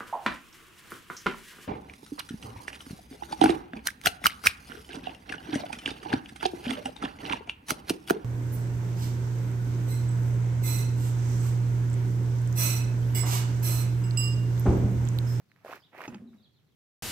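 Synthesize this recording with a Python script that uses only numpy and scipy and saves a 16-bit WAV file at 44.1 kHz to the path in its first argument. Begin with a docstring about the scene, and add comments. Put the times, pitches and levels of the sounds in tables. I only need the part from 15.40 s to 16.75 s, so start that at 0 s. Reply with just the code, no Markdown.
"""Footsteps in wood chips and a ladder knock

Two footsteps crunch into playground wood chips: showers of damped grains, ringing cracks and hissing grit.
A shoe then knocks a steel ladder: rung modes ring, and the frame shudders in low hollow jolts over a rumble.
Small birds chirp in the distance as gliding whistles with diffuse echoes; shaped noise makes a faint
traffic rumble and microphone hiss. A phone-sized stereo microphone listens.
"""
import sys
import numpy as np
from scipy import signal
from scipy.fft import rfft, irfft, next_fast_len
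from scipy.io import wavfile
from scipy.ndimage import uniform_filter1d

SR = 44100
rng = np.random.default_rng(int(sys.argv[2]) if len(sys.argv) > 2 else 0)


def gain_from_db(level_db):
    """Convert decibel levels to linear amplitude factors (20 dB per decade)."""
    decades = np.asarray(level_db, float) / 20
    return 10 ** decades


def master(y):
    """Save y as 16-bit WAV."""
    cut = np.clip(np.atleast_2d(y).T, -1, 1)
    pcm = np.round(cut * 32767)  # scale
    wavfile.write(sys.argv[1], SR, pcm.astype(np.int16))


N = 59535  # samples, 1.35 s


def unit(x):
    """Normalization: scales a signal to an rms of 1."""
    return x / np.sqrt(np.mean(x ** 2) + 1e-20)


def along(points, hz):
    """Logarithmic pitch scale: interpolates (f/Hz, value) points along log frequency."""
    f, v = np.transpose(points)
    return np.interp(np.log(hz + 1), np.log(f + 1), v)


def level(rows):
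    """Amplitude envelope: a gain per sample, linear in dB between (t/s, level/dB) rows."""
    s, db = np.transpose(rows)
    return gain_from_db(np.interp(np.arange(N) / SR, s, db))


def filtered(x, response):
    """Linear filtering: multiplies the spectrum by a response of frequency."""
    m = next_fast_len(N + 8192)
    hz = np.fft.rfftfreq(m, 1 / SR)
    return irfft(rfft(x, m) * response(hz), m)[..., :N]


def spread(pair, spectrum, alike):
    """Interchannel correlation: mid and side weights set the left-right likeness of a coloured pair of rms 1."""
    def weights(hz):
        turn = np.arccos(np.clip(along(alike, hz), -1, 1)) / 2
        return gain_from_db(along(spectrum, hz)) * [np.cos(turn), np.sin(turn)]

    mid, side = filtered(pair, weights)
    return unit(np.array([mid + side, mid - side]))


def add(track, s, sound):
    """Superposition: adds a sound to the track from time s."""
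    part = track[..., max(round(s * SR), 0):][..., :sound.shape[-1]]
    part += sound[..., :part.shape[-1]]


def air():
    """Stationary noise: Gaussian noise is coloured as far traffic rumble and microphone hiss."""
    # ambient spectrum: f/Hz, relative density/dB per Hz
    ambient_spectrum = [(30, -28), (70, -15), (130, -6), (200, -13.5), (450, -23), (1000, -45), (2700, -36),
                        (5500, -51.5), (12500, -51.5), (15600, -47)]
    # left-right correlation of the ambience: f/Hz, likeness (0 to 1)
    ambient_alike = [(60, 0.43), (150, 0.81), (600, 0.077), (3000, 0.019)]
    rms_db = -68.5
    return gain_from_db(rms_db) * spread(rng.standard_normal((2, N)), ambient_spectrum, ambient_alike)


def birds():
    """Frequency modulation and reverberation: gliding, fluttering whistles blurred by echoes from far trees."""
    # bird notes before flutter and pan: t/s, length/s, start f/Hz, end f/Hz, level/dB
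    notes = [(0.084, 0.048, 4580, 3660, -79.5), (0.397, 0.032, 5350, 4230, -69.5),
             (0.42, 0.036, 2900, 4110, -65), (0.447, 0.028, 3825, 2800, -70),
             (0.867, 0.042, 4150, 3340, -75), (0.975, 0.041, 4000, 3400, -75.5),
             (1.001, 0.034, 4360, 3000, -75), (1.022, 0.042, 4920, 3070, -70),
             (1.037, 0.033, 4600, 2790, -71.5), (1.098, .03, 3500, 4820, -79.5),
             (1.13, 0.045, 4580, 3300, -76.5), (1.16, 0.034, 4515, 2850, -74.5),
             (1.266, 0.034, 4500, 2910, -82.5), (1.304, 0.034, 4090, 2810, -82.5)]
    pan_db, flutter_db = -2.5, 2.5  # each side's gain leans right; rms flutter
    echo_db, echo_t60 = 1.5, 0.3  # dB, s
    dry = np.zeros(N)
    for s, length, from_hz, to_hz, db in notes:
        u = np.arange(round(length * SR)) / (length * SR)
        phase = 2 * np.pi * np.cumsum(from_hz + (to_hz - from_hz) * u) / SR
        fade = np.minimum(5 * np.minimum(u, 1 - u), 1)
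        add(dry, s, gain_from_db(db) * fade * np.sin(phase))
    # noise smoothed over 5 ms makes the level flutter
    flutter = signal.fftconvolve(rng.standard_normal(N), np.hanning(SR // 200), "same")
    dry = dry * gain_from_db(flutter_db * unit(flutter))
    t = np.arange(SR // 2) / SR
    tail = rng.standard_normal((2, len(t))) * gain_from_db(-60 * t / echo_t60) * (1 - np.exp(-t / 0.0022))
    echo = signal.fftconvolve(dry[None], tail / np.linalg.norm(tail[0]), axes=1)[:, :N]
    return dry * gain_from_db([[pan_db], [-pan_db]]) + gain_from_db(echo_db) * echo


def shudder():
    """Resonance: the frame hums in short jolts while noise excites its modes as a loose low rumble."""
    # frame jolts: t/s, length/s, f/Hz, level of the hum at its start/dB
    jolts = [(0.688, 0.036, 233.4, -40), (.726, 0.014, 230.5, -37.5), (0.75, 0.026, 207, -39.5),
             (.798, 0.014, 198, -44.5), (0.82, 0.0265, 228.8, -42), (0.856, 0.039, 238.5, -44),
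             (0.906, 0.044, 231.6, -49), (0.944, 0.033, 202.6, -54), (0.999, 0.038, 218.6, -59.5)]
    # level of the rumble: t/s, level/dB
    shake = [(.677, -100), (.69, -47.5), (.78, -57), (1.05, -72.5), (1.3, -91.5)]
    # frame resonances: f/Hz, width/Hz, relative level/dB
    frame_modes = [(128.6, 27.6, 8), (230.2, 11.4, 12), (346.8, 13, 3), (494, 25, -6.5)]
    rise_s, fall_s, sag_db = 0.00063, 0.003, 1  # the sag is per jolt length
    hum = np.zeros(N)
    for s, length, hz, db in jolts:
        t = np.arange(round((length + 5 * fall_s) * SR)) / SR
        envelope = (1 - np.exp(-t / rise_s)) * np.exp(-np.maximum(t - length, 0) / fall_s)
        tone = np.sin(2 * np.pi * hz * t) + 0.14 * np.sin(2 * np.pi * 1.6 * hz * t)
        add(hum, s, gain_from_db(db - sag_db * t / length) * envelope * tone)

    def response(f):
        modes = sum(gain_from_db(db) * 1j * f * w / (c * c - f * f + 1j * f * w) for c, w, db in frame_modes)
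        return modes * (f > 60)

    mid, side = (unit(filtered(rng.standard_normal(N), response)) * level(shake) for _ in "ms")
    return hum + mid + gain_from_db(-4) * side * [[1], [-1]]


def lean(x):
    """Interaural differences: sound reaches the right port first, its middle tones more strongly there."""
    # balance of the ports: f/Hz, left minus right level/dB
    balance = [(400, 1.5), (2500, -8.5), (5000, 3)]
    left_lag_s = 0.00007
    way = np.array([[1], [-1]])

    def response(hz):
        gain = gain_from_db(along(balance, hz) / 2 * way)
        return gain * np.exp(-1j * np.pi * hz * left_lag_s * way)

    return filtered(x, response)


def knock():
    """Modal impact: the shoe rings the rung briefly and cracks against it."""
    # shoe on the rung: t/s, ring level/dB, crack noise level before smoothing/dB
    knocks = [(0.6786, -33, -36.5), (0.7451, -43.5, -36)]
    # rung modes: f/Hz, relative level/dB, t60/s
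    rung_modes = [(301, 5, 0.034), (831, -3, 0.043), (1270, -6, 0.023), (2580, -12, 0.065),
                  (5180, -16, 0.042), (6500, -13, 0.06)]
    out, t = np.zeros((2, N)), np.arange(SR // 8) / SR
    for s, db, crack_db in knocks:
        ring = sum(gain_from_db(g - 60 * t / t60) * np.sin(2 * np.pi * hz * t) for hz, g, t60 in rung_modes)
        onset = 1 - np.exp(-t / 0.0011)
        # two running means dull the noise
        dull = uniform_filter1d(uniform_filter1d(rng.standard_normal(len(t)), size=4), size=3)
        crack = gain_from_db(crack_db - 60 * t / 0.017) * dull
        add(out, s, gain_from_db(db) * ring * onset + crack)
    return lean(out)


def cracks():
    """Brittle fracture: each chip rings a couple of cycles, with a shorter upper mode, and spits a tick."""
    # single chips cracking: t/s, ring level/dB, f/Hz
    breaks = [(.002, -52, 597), (0.117, -47.5, 1950), (.162, -52, 1750), (.248, -34.5, 610),
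              (0.2602, -36.5, 626), (.265, -37.5, 594), (.281, -41, 1100), (.292, -37, 605),
              (.298, -37.5, 583), (.316, -35.5, 750), (0.3277, -32.5, 1100), (.329, -34, 720),
              (0.3352, -31, 1510), (0.53, -52.5, 795), (.549, -41, 680), (.5905, -38.5, 724),
              (0.5938, -38.5, 990), (.606, -33.5, 1060), (0.617, -34.5, 1580), (0.639, -32.5, 2080),
              (0.647, -37.5, 1800), (0.656, -32, 1920), (.932, -57.5, 1300), (0.949, -60.5, 680)]
    cycles, tick_db = 1.87, -24  # the tick is relative to the ring
    out, t = np.zeros((2, N)), np.arange(600) / SR
    for s, db, hz in breaks:
        u = 3 * t * hz / cycles
        upper = 0.33 * np.exp(-u / 2) * np.sin(2 * np.pi * 2.38 * hz * t)
        ring = u * np.exp(1 - u) * (np.sin(2 * np.pi * hz * t) + upper)
        tick = gain_from_db(tick_db - 60 * t / 0.018) * rng.standard_normal((2, len(t)))
        add(out, s, gain_from_db(db) * (ring + tick))
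    return lean(out)


def grains(count, hz, cycles, size_db):
    """Shot noise: random short damped pulses, whitened so that a spectrum can colour them."""
    draw, t = rng.random((count, 3)), np.arange(400) / SR
    # pitches scatter log-normally about hz
    f = np.clip(hz * np.exp(0.64 * rng.standard_normal(count)), 150, 15000)[:, None]
    size = gain_from_db(size_db * 2 * draw[:, 1:2] ** 2)
    sign = np.sign(draw[:, 2:] - .5)
    wave = size * np.sin(2 * np.pi * f * t) * np.exp(-t * f / cycles) * sign
    place = (draw[:, :1] * N).astype(int) + np.arange(400)
    x = np.bincount(place.ravel(), wave.ravel(), N + 400)[:N]
    f, p = signal.welch(x, SR, nperseg=256)
    return filtered(x, lambda hz: 1 / np.sqrt(np.interp(hz, f, p)))


def crunch():
    """Granular friction: chips grind under the sole as a shower of grains; grit hisses and snaps on top."""
    # weight pressing the chips: t/s, crunch level before the lean/dB
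    weight = [(0, -70.5), (.05, -81.5), (.19, -70.5), (.24, -68), (.252, -58), (.296, -50), (.35, -46.5),
              (.375, -55.5), (.41, -70), (.51, -78), (.535, -57.5), (.61, -46.5), (.66, -47), (.671, -58),
              (.76, -57), (.845, -84), (.915, -95), (.94, -68), (.98, -81.5)]
    # sandy treble of the steps before the pan: t/s, level/dB
    sand = [(0, -79), (.24, -78), (.25, -64.5), (.3, -60.5), (.36, -60), (.385, -69), (.45, -80),
            (.53, -78.5), (.58, -67), (.665, -61), (.74, -91), (.87, -108), (.895, -80.5), (.96, -77.5),
            (1.05, -82)]
    # bright snaps of dry splinters before the pan: t/s, starting level/dB
    splinters = [(0.3179, -53), (0.356, -59), (.579, -60), (0.6172, -53.5)]
    # colour of the chips: f/Hz, relative density/dB per Hz
    chip_spectrum = [(60, -49), (200, -8.5), (350, -5), (750, -3), (1900, -6.5), (2600, -10), (3400, -19.5),
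                     (5000, -38.5)]
    # colour of the grit: f/Hz, relative density/dB per Hz
    grit_spectrum = [(2000, -13), (3500, -1.5), (5500, -3.5), (8500, -12.5), (10500, -11.5), (12500, -6),
                     (15600, -11)]
    # left-right correlation of the chips before the lean: f/Hz, likeness (0 to 1)
    chip_alike = [(400, 0.88), (2500, 0.59), (5000, 0.42)]
    snap_t60 = 0.016  # s
    coarse = [grains(count=1500, hz=1100, cycles=0.65, size_db=2) for _ in "ms"]
    body = lean(spread(np.array(coarse), chip_spectrum, chip_alike)) * level(weight)
    fine = [grains(count=9000, hz=7880, cycles=0.8, size_db=1.5) for _ in "ms"]
    grit = spread(np.array(fine), grit_spectrum, [(5000, 0.098)])
    since = np.arange(N) / SR - np.array(splinters)[:, :1]
    decay = gain_from_db(np.array(splinters)[:, 1:] - 60 * np.abs(since) / snap_t60)
    snaps = (decay * (since > 0)).sum(axis=0)
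    return body + grit * (level(sand) + snaps) * gain_from_db([[1.3], [-1.3]])


def scene():
    """Superposition: the sum of all sources."""
    return air() + birds() + shudder() + knock() + cracks() + crunch()


def low_pass(x):
    """Removes everything above the highest recorded frequency."""
    return signal.sosfilt(signal.butter(12, 15710, fs=SR, output="sos"), x)


def record(dry):
    """High-pass response: the microphone loses the deepest bass, below about 60 Hz."""
    mix = filtered(dry, lambda hz: 1 / np.sqrt(1 + (60 / (hz + 1)) ** 6))
    return low_pass(mix)


dry = scene()
out = record(dry)
master(out)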